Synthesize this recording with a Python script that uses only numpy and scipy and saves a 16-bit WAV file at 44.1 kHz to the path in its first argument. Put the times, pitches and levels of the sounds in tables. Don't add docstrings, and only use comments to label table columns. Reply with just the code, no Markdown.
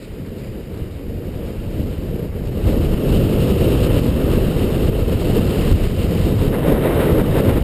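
import sys
import numpy as np
from scipy import signal
from scipy.fft import rfft, irfft, next_fast_len
from scipy.io import wavfile
from scipy.ndimage import uniform_filter1d

SR = 44100
rng = np.random.default_rng(int(sys.argv[2]) if len(sys.argv) > 2 else 0)


def rack_gain(trim_db):
    fader = np.asarray(trim_db, float)
    return 10 ** (fader / 20)


def digitize_waveform(pressure):
    field = np.atleast_2d(pressure).T
    bounded = np.clip(field, -1, 1)
    quanta = np.round(bounded * 32767).astype(np.int16)
    wavfile.write(sys.argv[1], SR, quanta)


N = 336483

EDGE_CHANGE_S, EDGE_CHANGE_MS = 5.86, 840
BOOMY_S, BOOMY_MS = 3.57, 600


def rms_one(x):
    return x / np.sqrt(np.mean(x ** 2) + 1e-20)


def in_time(rows):
    s, *columns = np.transpose(rows)
    return [np.interp(np.arange(N) / SR, s, c) for c in columns]


def swells(rows):
    t = np.arange(0, N, 20) / SR
    total_db = np.zeros(len(t))
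    for s, db, length_ms in rows:
        u = (t - s) / (length_ms / 1000)
        total_db += db * np.exp(-4 * np.log(2) * u ** 2)
    return np.interp(np.arange(N) / SR, t, total_db)


def coloured(x, spectrum):
    size = next_fast_len(N)
    hz, level_db = np.transpose(spectrum)
    grid = np.maximum(np.arange(size // 2 + 1) * SR / size, 1)
    gain = rack_gain(np.interp(np.log(grid), np.log(hz), level_db))
    return rms_one(irfft(rfft(x, size) * gain, size)[:N])


def drift(rate_hz):
    r = np.exp(-40 * np.pi * rate_hz / SR)
    noise = rng.standard_normal(N // 20 + 2002)
    slow = signal.lfilter([1], [1, -2 * r, r * r], noise)[2000:]
    return np.interp(np.arange(N) / 20, np.arange(len(slow)), rms_one(slow))


def evened(x, window_s):
    window = int(window_s * SR)
    power = uniform_filter1d(uniform_filter1d(x ** 2, window), window)
    return rms_one(x / (power + .05) ** 0.31)


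def resonance(x, hz, width_hz):
    r = np.exp(-np.pi * width_hz / SR)
    poles = [1, -2 * r * np.cos(2 * np.pi * hz / SR), r * r]
    return signal.lfilter(np.array([1, 0, -1]) * (1 - r * r) / 2, poles, x)


def crystals(per_s, spread_db):
    sizes = rack_gain(spread_db * np.minimum(rng.exponential(1, N), 5)) * rng.choice([-1, 1], N)
    return sizes * (rng.random(N) < per_s / SR)


# (frequency [Hz], density [dB])
BASE_SPECTRUM = [(900, -19), (1500, -3.5), (2000, 0.5), (2500, 0), (3200, -32), (4300, -17), (4800, -3),
                 (5500, -18)]
# (time [s], swell [dB], length [ms])
SWISHES = [
    (0.0, 4, 120),
    (.45, 4, 100),
]
# (time [s], swell or lull [dB], length [ms])
BUMPS = [(0.404, 2.6, 46), (0.768, 5.5, 59), (1.152, -2.5, 190), (1.482, 4, 49), (2.609, 0.5, 40),
         (2.789, -5.5, 58), (3.028, -4.5, 74), (3.198, -5, 40), (3.372, -3.5, 35), (3.612, 2.7, 26),
         (3.841, 3, 36), (3.981, 1.5, 40), (4.141, -5.5, 87), (4.25, -3.0, 72), (4.864, 3.5, 82),
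         (5.049, -3, 33), (5.393, 2.5, 52), (5.787, -5, 47), (5.946, -4.5, 50), (6.071, -3.5, 54),
         (6.346, -3.5, 67), (6.505, -8, 23), (6.605, -4, 85), (6.785, -4, 54), (7.024, 4.5, 52),
         (7.149, -4, 53), (7.313, -1.5, 59), (7.378, 1.5, 23), (7.488, 2.5, 59), (7.618, -5.5, 51)]


def glide():
    t = np.arange(N) / SR
    turn_s, fade_db_per_s, sag_db_per_s = 2.4, 30, 0.2
    straight_db = -54 - sag_db_per_s * t + swells(SWISHES)
    straight_db = straight_db - fade_db_per_s * np.clip(t - turn_s, 0, 2)
    flat = rack_gain(-41.5 + swells(BUMPS)) * swells([(EDGE_CHANGE_S, 1, EDGE_CHANGE_MS)])
    hiss = coloured(crystals(per_s=6300, spread_db=2.0), BASE_SPECTRUM)
    return hiss * (rack_gain(straight_db) + flat) * rack_gain(1.1 * drift(25))


# (frequency [Hz], density [dB])
SPRAY_SPECTRUM = [(1500, -27), (2400, -4), (3400, -8.5), (4200, -3.5), (4800, -5), (5400, -6.5), (6000, -9)]
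# (time [s], swell or lull [dB], length [ms])
PLUMES = [(.04, 9, 50), (.39, 4, 40), (.94, 7, 40), (1.42, -5, 40), (2.47, 5, 60), (2.95, -3, 120),
          (3.6, 1, 60), (3.89, -5, 40), (4.07, 3, 50), (4.94, -3, 70), (5.23, 3.5, 53), (5.72, 3.5, 55),
          (6.2, 0.5, 330), (6.55, 8, 35), (6.72, 2, 60), (7.47, -1, 80)]


def spray(chatter_db, speed_db, bite_db):
    spray_db = -38 + 1.07 * speed_db + 0.048 * bite_db + 1.23 * swells(BUMPS) + swells(PLUMES)
    heel_s, heel_drop_db, return_s = 6.485, 18, 0.64
    after_s = np.arange(N) / SR - heel_s
    spray_db = spray_db - heel_drop_db * (after_s > 0) * np.exp(-np.abs(after_s) / return_s)
    grains = crystals(per_s=6000, spread_db=2.0) * rack_gain(1.14 * chatter_db)
    return coloured(grains, SPRAY_SPECTRUM) * rack_gain(spray_db)


# (frequency [Hz], density [dB])
SCRAPE_SPECTRUM = [(350, -32), (650, -4), (1000, -7), (1500, -12.5), (2200, -15.5), (3200, -28),
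                   (3900, -28.5), (4500, -41)]
# (frequency [Hz], width [Hz], level [dB])
CAVITY = (431, 254, 3.9)
# (time [s], extra bite [dB], length [ms])
DIGS = [(6.545, 6, 23), (6.71, 3, 88), (6.87, 4.5, 46), (6.95, 2.5, 90), (7.03, 1.5, 67), (7.1, 4.5, 30),
        (7.2, 5.5, 19), (7.27, -1, 60), (7.38, 3, 30), (7.44, 0, 30), (7.51, 2, 44), (7.585, 3.5, 21)]


def scrape(chatter_db, speed_db, bite_db):
    scrape_db = -33.9 + speed_db + bite_db + swells(DIGS) + 0.88 * swells(BUMPS)
    grit = crystals(per_s=5000, spread_db=1.5) * rack_gain(chatter_db)
    hz, width_hz, cavity_db = CAVITY
    ring = rms_one(resonance(resonance(grit, hz, width_hz), hz, width_hz))
    return (coloured(grit, SCRAPE_SPECTRUM) + rack_gain(cavity_db) * ring) * rack_gain(scrape_db)


# (time [s], wind on the case [dB], speed over the snow [dB], bite of the edge [dB])
RIDE = [(0, -22, -17.5, -0.5), (.15, -15, -16, 0), (.9, -14, -18, 2), (1.4, -11, -14.5, 2.5),
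        (1.9, -6.5, -12.5, 0.5), (2.35, -9.5, -16.5, 4.5), (2.58, -7, -12, 3.5), (2.67, 0, -6, 3),
        (3.1, 1, -1.5, 0), (3.7, 0.5, -.5, 0), (4.2, -1.1, -1.5, 3), (4.9, -2, -4, 1.5),
        (5.7, -1.7, -.5, 0.9), (5.9, -2.5, -1, -2), (6.4, 0, -3.5, 3), (6.7, -8.5, -3, 9),
        (7.1, -2.5, -3, 8), (7.63, 2, -2, 7)]
# (frequency [Hz], width [Hz], level [dB])
PORT = (3696, 300, 1.9)


def edge(eddies_db):
    wind_db, speed_db, bite_db = in_time(RIDE)
    chatter_db = 0.43 * drift(61) + 0.65 * eddies_db
    snow = scrape(chatter_db, speed_db, bite_db) + spray(chatter_db, speed_db, bite_db)
    hz, width_hz, port_db = PORT
    faces_board = np.arange(N) / SR > 6.2
    return snow + rack_gain(port_db + 3 * faces_board) * resonance(snow, hz, width_hz)


# (frequency [Hz], width [Hz], level [dB])
SEAMS = [(1265, 170, 3), (2776, 295, 6), (2983, 310, 2.5)]


def whistle(eddies_db, speed_db, bite_db):
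    whistle_db = -36.74 + 1.1 * speed_db - 0.11 * bite_db
    whistle_db = whistle_db + 0.82 * swells(BUMPS) + swells([(EDGE_CHANGE_S, -1.5, EDGE_CHANGE_MS)])
    air = rng.standard_normal(N) * rack_gain(1.05 * eddies_db + 0.24 * drift(75))
    tones = np.zeros(N)
    for hz, width_hz, seam_db in SEAMS:
        pole_hz = 1.54 * width_hz
        tones += rack_gain(seam_db) * resonance(resonance(air, hz, pole_hz), hz, pole_hz)
    return rms_one(tones) * rack_gain(whistle_db)


# (frequency [Hz], density [dB])
BOOM_SPECTRUM = [(70, -17), (130, 1), (200, -2.5), (320, -3.5), (480, -6), (600, -14), (750, -27),
                 (1200, -43.5)]
# (time [s], swell or lull [dB], length [ms])
GUSTS = [(0.11, -4, 67), (0.504, -3.2, 40), (0.639, -3.4, 37), (0.918, -4.5, 118), (1.586, -7, 52),
         (1.686, -3.5, 82), (1.921, -3.5, 65), (2.195, -2, 50), (2.31, -5.5, 67), (2.629, -4.5, 40),
         (2.819, -5.5, 37), (2.973, -6, 22), (3.387, -2, 32), (3.527, 3.5, 46), (4.141, -7, 44),
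         (4.375, 7, 17), (4.899, 6, 46), (5.049, -7, 24), (5.183, -2, 30), (5.393, 3.5, 48),
         (6.036, -4.5, 16), (6.231, -14, 23), (6.38, -6, 59), (6.71, 7, 64), (6.894, 2.5, 59),
         (7.333, -3.9, 59), (7.543, -7, 27), (7.618, -16, 44)]


def boom(eddies_db, wind_db, speed_db, bite_db):
    turns = [(EDGE_CHANGE_S, -3, 500.), (BOOMY_S, 1.5, BOOMY_MS)]
    boom_db = -18.59 + 0.49 * wind_db + 0.44 * speed_db + 0.43 * bite_db + swells(GUSTS + turns)
    boom_db = boom_db + 0.54 * eddies_db + 1.0 * drift(26)
    return evened(coloured(rng.standard_normal(N), BOOM_SPECTRUM), window_s=0.04) * rack_gain(boom_db)


# (frequency [Hz], density [dB])
BUFFET_SPECTRUM = [(12, -30), (28, 3), (45, 1), (90, 2.5), (140, -5.5), (220, -8), (400, -49.5)]
# (time [s], swell or lull [dB], length [ms])
SHOVES = [(0.07, -9, 46), (0.17, -9, 29), (0.668, -7.5, 32), (0.808, 6.5, 41), (1.013, -7.6, 44),
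          (1.088, 4.5, 23), (1.227, -6, 59), (1.512, -7, 66), (1.786, 2.5, 49), (1.946, -9, 34),
          (2.18, -8.3, 35), (2.948, 0, 45), (3.018, -15, 63), (3.317, -11, 40), (3.467, -10, 47),
          (4.185, -4, 34), (4.689, -5, 40), (4.899, 4, 27), (5.348, -2, 36), (5.552, -13, 40),
          (5.737, 7, 43), (5.792, -3, 30), (5.976, -1, 20), (6.121, -9, 35), (6.435, -6.1, 32),
          (6.735, 11, 44), (7.069, -5, 40), (7.353, -3.5, 40)]


def buffet(wind_db):
    turns = [(EDGE_CHANGE_S, 1.5, EDGE_CHANGE_MS), (BOOMY_S, -2.5, BOOMY_MS)]
    buffet_db = -16.5 + wind_db + swells(SHOVES + turns) + 1.2 * drift(19)
    return evened(coloured(rng.standard_normal(N), BUFFET_SPECTRUM), window_s=0.1) * rack_gain(buffet_db)


def wind(eddies_db, free):
    wind_db, speed_db, bite_db = in_time(RIDE)
    lows = buffet(wind_db) + boom(eddies_db, wind_db, speed_db, bite_db)
    return lows * free + whistle(eddies_db, speed_db, bite_db)


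# (time [s], signed height [full scale], width [ms], gain duck [dB])
SLAPS = [(0.822, 0.25, 4.3, 0.3), (1.083, -0.19, 2.4, 0.3), (1.365, -0.19, 2.3, 0.3),
         (1.808, -0.35, 2.2, 0.3), (2.143, 0.29, 2.1, 0.3), (2.419, 0.27, 2.7, 0.3), (2.871, 0.5, 2.8, 3.1),
         (2.944, 0.62, 2.9, 3.3), (3.271, 0.55, 1.6, 3.5), (3.523, 0.6, 1.8, 5.4), (3.85, 0.6, 2.3, 1.6),
         (3.995, 0.54, 1.4, 3.3), (4.063, -0.68, 1.3, 1.3), (4.378, 0.82, 1.9, 2.9),
         (4.487, 0.54, 2.1, 2.8), (4.645, -0.68, 1.6, 1.0), (4.898, -0.6, 2.7, 7.4),
         (5.025, -0.48, 3.9, 2.0), (5.158, 0.46, 4.7, 2.0), (5.396, -0.69, 1.8, 5.2),
         (5.727, 0.57, 2.1, 4.9), (5.874, -0.53, 3.9, 3.9), (6.327, 0.61, 1.9, 1.3),
         (6.479, -0.72, 2.9, 1.4), (6.726, 0.64, 0.9, 2.2), (6.858, 0.67, 0.9, 1.0),
         (7.219, 0.51, 1.3, 6.6), (7.409, 0.64, 1.4, 5.2), (7.505, -0.49, 1.6, 4.0),
         (7.583, 0.67, 1.5, 4.9)]


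def slaps():
    push, free, t = np.zeros(N), np.ones(N), np.arange(N) / SR
    for s, height, width_ms, duck_db in SLAPS:
        near = slice(int((s - .02) * SR), int((s + .02) * SR))
        u = (t[near] - s) / (width_ms * 0.00052)
        push[near] += .95 * height * (1 - .5 * u ** 2) * np.exp(-u ** 2 / 2)
        free[near] *= 1 - .9 * np.exp(-u ** 2 / 6)
    return push, free


def ducking():
    recovery_s, attack_s = 0.043, 0.00089
    kicks = np.zeros(N)
    for s, height, width_ms, duck_db in SLAPS:
        kicks[int((s + width_ms * 6e-4) * SR)] = -duck_db
    back, fall = np.exp(-1 / (recovery_s * SR)), np.exp(-1 / (attack_s * SR))
    recovering = signal.lfilter([1], [1, -back], kicks)
    return signal.lfilter([1 - fall], [1, -fall], recovering)


def scene():
    eddies_db = 1.26 * drift(31)
    push, free = slaps()
    snow = glide() + edge(eddies_db)
    snow_lows = signal.sosfilt(signal.butter(1, 900, fs=SR, output="sos"), snow)
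    steady = snow - (1 - free) * snow_lows + wind(eddies_db, free)
    steady = 0.79 * np.tanh(steady / .8)
    return np.tile(steady * rack_gain(ducking() + 1.33) + push, (2, 1))


def band_limit(x):
    return signal.sosfilt(signal.butter(12, 15480, fs=SR, output="sos"), x)


def record(dry):
    mono = signal.sosfilt(signal.butter(14, 5374, fs=SR, output="sos"), dry[0])
    mono = mono * np.clip((N - np.arange(N)) / (.004 * SR), 0, 1)
    slow = signal.resample_poly(mono, 40, 147, window=("kaiser", 1))
    held = signal.resample_poly(np.repeat(slow, 4), 147, 160)[:N]
    held = np.pad(held, (0, N - len(held)))
    held = signal.sosfilt(signal.ellip(12, .3, 70, 15290, fs=SR, output="sos"), held)
    band = signal.butter(2, [900, 9000], "band", fs=SR, output="sos")
    bright = held + 1.14 * signal.sosfilt(band, held)
    difference = bright * drift(41) * rack_gain(-41.0 + 8.4 * drift(4.5))
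    mix = held + difference * [[1], [-1]]
    return band_limit(mix)


dry = scene()
out = record(dry)
digitize_waveform(out)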